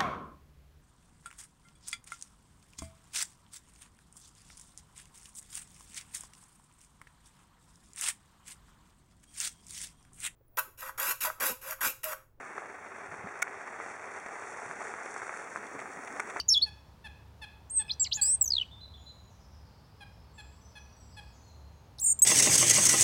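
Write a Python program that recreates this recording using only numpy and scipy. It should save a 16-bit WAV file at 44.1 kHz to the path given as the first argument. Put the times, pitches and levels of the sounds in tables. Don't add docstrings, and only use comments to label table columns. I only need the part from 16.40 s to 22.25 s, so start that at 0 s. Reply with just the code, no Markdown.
import sys
import numpy as np
from scipy import signal
from scipy.fft import rfft, irfft
from scipy.io import wavfile
from scipy.ndimage import uniform_filter1d, map_coordinates

SR = 44100
rng = np.random.default_rng(int(sys.argv[2]) if len(sys.argv) > 2 else 0)


def bounce(signal):
    frames = np.transpose(np.atleast_2d(signal))
    limited = np.clip(frames, -1, 1)
    pcm = np.round(limited * 32767).astype(np.int16)
    wavfile.write(sys.argv[1], SR, pcm)


N = 257984
TIME = np.arange(N) / SR


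def undb(db):
    return 10 ** (np.asarray(db) / 20)


def eq_gain(curve, hz):
    curve_hz, db = np.transpose(curve)
    return undb(np.interp(np.log(hz + 1), np.log(curve_hz), db))


def noise(curve):
    spectrum = rfft(rng.standard_normal(N)) * eq_gain(curve, np.fft.rfftfreq(N, 1 / SR))
    coloured = irfft(spectrum, N)
    return coloured / np.sqrt(np.mean(coloured ** 2))


def wander(n, rate_hz):
    at = np.arange(n) * rate_hz / SR
    knots = np.random.default_rng(rng.integers(2 ** 31)).standard_normal(int(at[-1]) + 3)
    return map_coordinates(knots, [at], order=3, mode="nearest")


def phase_of(hz):
    return 2 * np.pi * np.cumsum(hz) / SR


def span(start, end):
    return np.arange(max(int(start * SR), 0), min(int(end * SR), N))


def gate(t, start, end, edge_s):
    return np.sin(np.pi / 2 * np.clip(np.minimum(t - start, end - t) / edge_s, 0, 1)) ** 2


# (frequency [Hz], gain [dB])
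BEAK_EQ = [(4500, 3), (6500, -1), (8200, -6), (11000, 4.5), (13800, 1.5), (15200, 5), (16200, -17.5)]


def whistle(hz, overtone_db, flutter_db=1.1, third_db=-15, fourth_db=-19):
    n = len(hz)
    sweep_speed = np.abs(uniform_filter1d(np.gradient(np.log(hz)) * SR, size=SR // 180))
    jitter = np.minimum(.002 + sweep_speed / 1200, .035)
    phase = phase_of(hz * (1 + jitter * wander(n, 1100)))
    tone = np.sin(phase)
    for k, db in enumerate([0, third_db, fourth_db], 2):
        waver_db = 4 * wander(n, 250)
        gain = undb(overtone_db + db + waver_db) * eq_gain(BEAK_EQ, k * hz)
        tone += gain * np.sin(k * phase) * (k * hz < SR / 2)
    shudder_db = 80 * jitter * wander(n, 600)
    return tone * undb(flutter_db * wander(n, 260) + shudder_db)


# (start [s], length [s],
# first pitch [Hz], last pitch [Hz], level [dB], fade [dB], rasp [0-1], overtone level [dB])
CHIP_NOTES = [(-.004, .016, 4860, 4310, -19, 17.5, 0.7, -24), (-.004, 0.019, 3280, 2730, -40.5, 8, .3, 3.5),
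              (1.481, 0.022, 2610, 2460, -44, 0, 0.3, -10), (1.597, 0.014, 4690, 4720, -33.5, 6, .1, -13.5),
              (1.652, 0.024, 5120, 3900, -42, -7, 0.73, -37), (1.712, .02, 3920, 4300, -45, -0.5, .9, -29),
              (1.814, 0.15, 4430, 6220, -31.5, 23.5, 1, -42), (2.226, 0.012, 2810, 2420, -35, 15, 0.3, -22),
              (5.6, 0.01, 8360, 10650, -25.5, 25, .2, -30), (5.61, 0.0087, 9200, 10100, -36, 16, 0.4, -30),
              (5.636, 0.011, 10700, 10240, -57, 4, 0.17, -30),
              (5.79, 0.011, 7460, 7450, -24.5, 3.5, 0, -22), (5.819, 0.02, 7980, 7990, -12, -0.5, 0, -38),
              (5.821, .029, 6610, 6500, -16.5, 22, 0.12, -12), (5.839, .011, 8000, 8380, -17, 9, .1, -35)]


def chips(rasp_depth=.06, edge_s=.0012):
    for start, length, first_hz, last_hz, db, fade_db, rasp, overtone_db in CHIP_NOTES:
        i = span(start, start + length)
        progress = (TIME[i] - start) / length
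        glide = first_hz + (last_hz - first_hz) * progress
        pitch = glide * (1 + rasp_depth * rasp * progress * wander(len(i), 1200))
        envelope = undb(db - fade_db * progress) * gate(TIME[i], start, start + length, edge_s)
        yield i, whistle(pitch, overtone_db) * envelope


def robin_syrinx(coupling_db=13, beak_band_hz=(11750, 13450)):
    out = np.zeros(N)
    beak = signal.butter(2, beak_band_hz, "bandpass", fs=SR, output="sos")
    for i, note in [*syllables(), *chips(), *two_voice_quaver()]:
        sum_tone = signal.sosfilt(beak, note * out[i])
        out[i] += note + undb(coupling_db) * sum_tone
    return out


# (frequency [Hz], relative level [dB])
TRAFFIC_EQ = [(15, -58.5), (25, -28), (65, 0), (109, -8), (130, -8), (195, -14), (292, -21.5), (335, -23.5),
              (458, -22), (900, -24), (1170, -54.5), (1980, -120)]
# (frequency [Hz], relative level [dB])
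HISS_EQ = [(500, -28), (900, 1), (1300, -5), (2000, -11.5), (3200, -14), (5000, -15.5), (8000, -23.5),
           (12000, -26), (16000, -25)]
# (frequency [Hz], level [dB])
ENGINE_TONES = [(71, -58.5), (102, -63.5)]


def ambience(rumble_db=-55, hiss_db=-66):
    rumble = noise(TRAFFIC_EQ) * undb(rumble_db + .34 * wander(N, 1.8))
    hiss = noise(HISS_EQ) * undb(hiss_db + .13 * wander(N, 1.3))
    drone = np.zeros(N)
    for hz, db in ENGINE_TONES:
        swell = undb(db + 2.5 * wander(N, 6.5))
        drone += swell * np.sin(phase_of(hz * (1 + .015 * wander(N, 8))))
    return rumble + hiss + drone


# (time [s], pitch [Hz], relative level [dB])
STEP_DOWN = [(0.082, 7000, -35.5), (0.09, 6720, -18.5), (0.102, 5270, -23), (0.11, 5545, -23.5),
             (0.13, 5393, -18), (0.132, 5280, -25), (0.142, 4010, -27), (0.148, 3524, -23),
             (0.162, 3286, -25.5), (0.178, 3464, -19.5), (0.194, 3150, -45)]
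UPSLUR = [(0.212, 3306, -41.5), (0.22, 4060, -30.5), (0.228, 4466, -19), (0.242, 4314, -27),
          (0.253, 4330, -42)]
HIGH_WHISTLE = [(1.298, 6800, -46.5), (1.308, 8480, -40), (1.336, 8550, -40), (1.378, 8196, -21.5),
                (1.416, 8260, -36.5), (1.43, 8400, -50)]
RISE = [(1.495, 3190, -32.5), (1.501, 3428, -35.5), (1.515, 4350, -26), (1.525, 5030, -45),
        (1.543, 6300, -51)]
PLUNGE = [(1.597, 7614, -31.5), (1.609, 7593, -24.5), (1.629, 7551, -23.5), (1.639, 7173, -33),
          (1.643, 5967, -33), (1.651, 3324, -38), (1.665, 2186, -50.5), (1.678, 2091, -49.5)]
CLIMB = [(1.714, 2800, -45), (1.728, 3920, -23), (1.73, 4160, -25.5), (1.74, 5850, -35), (1.748, 7080, -38),
         (1.762, 6980, -31), (1.775, 7130, -41.5)]
LONG_BUZZ = [(1.813, 7800, -31.5), (1.825, 7940, -20), (1.839, 7750, -27), (1.871, 7930, -27),
             (1.903, 8060, -25.5), (1.951, 8560, -24.5), (1.96, 8330, -34)]
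SCOOP = [(5.584, 6140, -49), (5.588, 4209, -44), (5.59, 3940, -46), (5.592, 3910, -50), (5.598, 6250, -41),
         (5.602, 6430, -54), (5.618, 7780, -32), (5.634, 7660, -29), (5.648, 7000, -34), (5.653, 7080, -40)]
# (contour, warble rate [Hz], warble depth [Hz], overtone level [dB])
SYLLABLES = [(STEP_DOWN, 150, 10, -27.5), (UPSLUR, 150, 27, -30.5), (HIGH_WHISTLE, 180, 20, -24.5),
             (RISE, 83, 300, -37), (PLUNGE, 120, 160, -38.5), (CLIMB, 180, 390, -34),
             (LONG_BUZZ, 200, 250, -25.5), (SCOOP, 110, 140, -19)]


def syllables(gain_db=3, throb_db_per_hz=.004, reedy_below_db=-22.5, reediness=.26, edge_s=.00071):
    for contour, warble_hz, depth_hz, overtone_db in SYLLABLES:
        times, hz, db = np.transpose(contour)
        i = span(times[0], times[-1])
        t = TIME[i]
        warble_rate = warble_hz * (1 + .12 * wander(len(t), 87))
        swing_hz = depth_hz * np.sin(phase_of(warble_rate))
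        slur = uniform_filter1d(np.interp(t, times, hz), size=130, mode="nearest")
        level_db = gain_db + np.interp(t, times, db) - throb_db_per_hz * swing_hz
        reedy_db = reediness * np.maximum(reedy_below_db - level_db, 0)
        envelope = undb(level_db) * gate(t, t[0], t[-1], edge_s)
        yield i, whistle(slur + swing_hz, overtone_db + reedy_db) * envelope


# (frequency [Hz], gain [dB])
THROAT_EQ = [(850, -1.5), (1700, 2.5), (2550, 0), (3400, 0.5), (4300, -6.5), (5200, -14), (6500, -22.5),
             (8300, -24.5), (9900, -14), (12000, -28.5), (15000, -40)]
# (start [s], starting pitch [Hz], droop [share of pitch], relative level [dB])
MOORHEN_CLUCKS = [(.256, 878, 0.067, -53), (0.638, 892, 0.09, -51), (1.012, 893, 0.1, -48.5),
                  (1.388, 891, 0.081, -49), (1.766, 877, .1, -47.5), (3.600, 834, 0.055, -55.5),
                  (3.975, 870.4, 0.0525, -53), (4.35, 854, 0.038, -54), (4.763, 863, 0.071, -52)]


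def moorhen(length_s=.044, rasp=.13, edge_s=.012, breath_db=-15, colour_db=1.5):
    out = np.zeros(N)
    breath = noise([(500, -38)] + THROAT_EQ)
    for start, hz, droop, db in MOORHEN_CLUCKS:
        i = span(start, start + length_s)
        n = len(i)
        jitter = .013 * wander(n, 900)
        pitch = hz * (1 - droop * np.linspace(0, 1, n) ** 1.4) * (1 + jitter)
        phase = phase_of(pitch)
        voice = np.zeros(n)
        for k in range(1, 18):
            gain = eq_gain(THROAT_EQ, k * pitch) * undb(colour_db * wander(n, 48))
            smear = 2 * np.pi * rng.random()
            voice += gain * np.sin(k * phase + smear)
        voice = voice * (1 + rasp * wander(n, 700)) + undb(breath_db) * breath[i]
        out[i] += voice * undb(db) * gate(TIME[i], start, start + length_s, edge_s)
    return out


# (start [s], length [s], pitch [Hz], level [dB])
TRILL_PIPS = [(2.01, .013, 7800, -16), (2.02, 0.011, 7530, -18.5), (2.0386, 0.013, 6900, -27),
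              (2.0558, 0.014, 6340, -29), (2.0747, 0.0097, 5965, -22.5), (2.082, 0.014, 6410, -38),
              (2.103, 0.0091, 4954, -22), (2.119, 0.0081, 4560, -17), (2.134, 0.0088, 4290, -17.5),
              (2.1509, .0075, 4040, -20), (2.1654, 0.0074, 3740, -17), (2.18, .0095, 3303, -20),
              (2.1972, 0.0071, 3010, -26.5), (2.211, 0.013, 2982, -25.5)]


def robin_trill(sag=.028, low_overtone_db=-36, high_overtone_db=-15, edge_s=.0037):
    out = np.zeros(N)
    for start, length, hz, db in TRILL_PIPS:
        i = span(start, start + length)
        pitch = hz * (1 + sag * np.linspace(.5, -.5, len(i)))
        overtone_db = np.interp(hz, [4900, 6500], [low_overtone_db, high_overtone_db])
        envelope = undb(db) * gate(TIME[i], start, start + length, min(edge_s, length / 2))
        out[i] += whistle(pitch, overtone_db) * envelope
    return out


def thin_note(start, length, db, pitch_at, quaver):
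    out = np.zeros(N)
    i = span(start, start + length)
    pitch = pitch_at(TIME[i] - start) * (1 + quaver * wander(len(i), 599))
    out[i] = np.sin(phase_of(pitch)) * undb(db) * gate(TIME[i], start, start + length, length / 4)
    return out


def arch(hz, length, scoop, scoop_s, droop):
    return lambda t: hz * (1 - scoop * np.exp(-t / scoop_s) - droop * t / length)


# (start [s], length [s], pitch [Hz], level [dB])
BUSH_NOTES = [(2.305, 0.0575, 3727, -51), (2.396, 0.084, 4165, -50.5), (2.535, 0.033, 3743, -51),
              (2.569, 0.0357, 3390, -65.5), (2.648, 0.093, 4170, -52.5)]


def bush_calls(scoop=.166, scoop_s=.00875, droop=.056):
    return sum(thin_note(start, length, db, arch(hz, length, scoop, scoop_s, droop), quaver=.017)
               for start, length, hz, db in BUSH_NOTES)


# (start [s], length [s], pitch [Hz], droop [share of pitch], relative level [dB])
FAR_WHISTLES = [(2.558, .16, 7050, 0.043, -68.5), (2.758, 0.18, 6820, 0.0029, -77),
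                (3.928, 0.11, 7850, 0.077, -64), (4.045, 0.2, 7770, 0.0012, -76),
                (4.202, 0.081, 6080, 0.0046, -65), (4.343, .14, 6020, 0.035, -65.5),
                (4.492, 0.16, 5860, 0.026, -67.5), (4.55, 0.13, 8070, 0.08, -68.5),
                (4.664, .15, 7930, 0.032, -71), (4.915, 0.25, 6970, .04, -74),
                (4.944, 0.17, 6340, 0.048, -74), (5.014, .13, 4450, 0.11, -67.5),
                (5.19, 0.091, 4250, .02, -73), (5.32, 0.076, 6620, 0.0033, -76)]
# (start [s], top pitch [Hz], relative level [dB])
FAR_SWEEPS = [(2.889, 6780, -71), (3.0, 6150, -70.5), (3.11, 6130, -69), (3.24, 5480, -73),
              (4.279, 5910, -69), (4.70, 5410, -65), (4.85, 5420, -67.5), (4.919, 7090, -67.5)]


def far_robin(scoop=.0635, scoop_s=.0133, sweep_s=.057, fall_oct_per_s=5.5):
    held = sum(thin_note(start, length, db, arch(hz, length, scoop, scoop_s, droop), quaver=.011)
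               for start, length, hz, droop, db in FAR_WHISTLES)
    sweeps = sum(thin_note(start, sweep_s, db, lambda t: hz * 2 ** (-fall_oct_per_s * t), quaver=.0286)
                 for start, hz, db in FAR_SWEEPS)
    return held + sweeps


def far_twitter(first_s=2.95, last_s=4.85, count=30, low_hz=4350, high_hz=5400, length_s=.035, db=-68):
    out = np.zeros(N)
    for slot in np.linspace(first_s, last_s, count):
        lateness, height, direction = rng.random(3)
        start = slot + lateness * length_s
        i = span(start, start + length_s)
        centre_hz = low_hz + height * (high_hz - low_hz)
        pitch = centre_hz + np.sign(direction - .5) * np.linspace(-500, 500, len(i))
        out[i] += np.sin(phase_of(pitch)) * gate(TIME[i], start, start + length_s, length_s / 2)
    return out * undb(db)


# (start [s], lowest pitch [Hz], level at throat pitch [dB])
QUAVER_VOICES = [(5.636, 8380, -15), (5.656, 6800, -18)]


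def two_voice_quaver(end_s=5.734, crest_s=6.8, rate_hz=52.6, settled_hz=524, extra_hz=1440,
                     settle_s=.013, throat_hz=7850, loss_db_per_khz=9.5):
    onset = QUAVER_VOICES[0][0]
    for start, low_hz, db in QUAVER_VOICES:
        i = span(start, end_s)
        t = TIME[i]
        swing_hz = settled_hz + extra_hz * np.exp(-(t - onset) / settle_s)
        swing_hz *= 1 + .15 * wander(len(t), 48)
        pitch = low_hz + swing_hz * np.cos(np.pi * rate_hz * (t - crest_s)) ** 2
        detune_khz = np.abs(pitch - throat_hz) / 1000
        envelope = undb(db - loss_db_per_khz * detune_khz) * gate(t, start, end_s, edge_s=.0074)
        yield i, whistle(pitch, overtone_db=-25) * envelope


def scatter(x, t60, build_s, dull_hz):
    t = TIME[:2 * SR]
    envelope = (1 - np.exp(-t / build_s)) * np.exp(-np.log(1000) * t / t60)
    lowpass = signal.butter(1, dull_hz, fs=SR, output="sos")
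    echoes = signal.sosfilt(lowpass, rng.standard_normal(len(t)) * envelope)
    return signal.fftconvolve(x, echoes / np.linalg.norm(echoes))[:N]


def scene():
    robin = robin_syrinx() + robin_trill()
    hen, bushes, answer = moorhen(), bush_calls(), far_robin()
    twigs = undb(-18) * scatter(robin, t60=.11, build_s=.0012, dull_hz=7630)
    trees = undb(-36.5) * scatter(robin, t60=.73, build_s=.013, dull_hz=3500)
    reeds = undb(-27) * scatter(robin, t60=.3, build_s=.004, dull_hz=3000)
    hen += undb(-10) * scatter(hen, t60=.57, build_s=.006, dull_hz=7006)
    bushes += undb(-5) * scatter(bushes, t60=.68, build_s=.0025, dull_hz=7100)
    far_send = answer + far_twitter()
    far = undb(-1) * answer + undb(.5) * scatter(far_send, t60=.95, build_s=.0046, dull_hz=7840)
    return (robin + twigs + reeds + trees + hen + bushes + far + ambience())[None]


def record(dry, cutoff_hz=16100):
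    return signal.sosfilt(signal.ellip(10, .2, 70, cutoff_hz, fs=SR, output="sos"), dry)


dry = scene()
out = record(dry)
bounce(out)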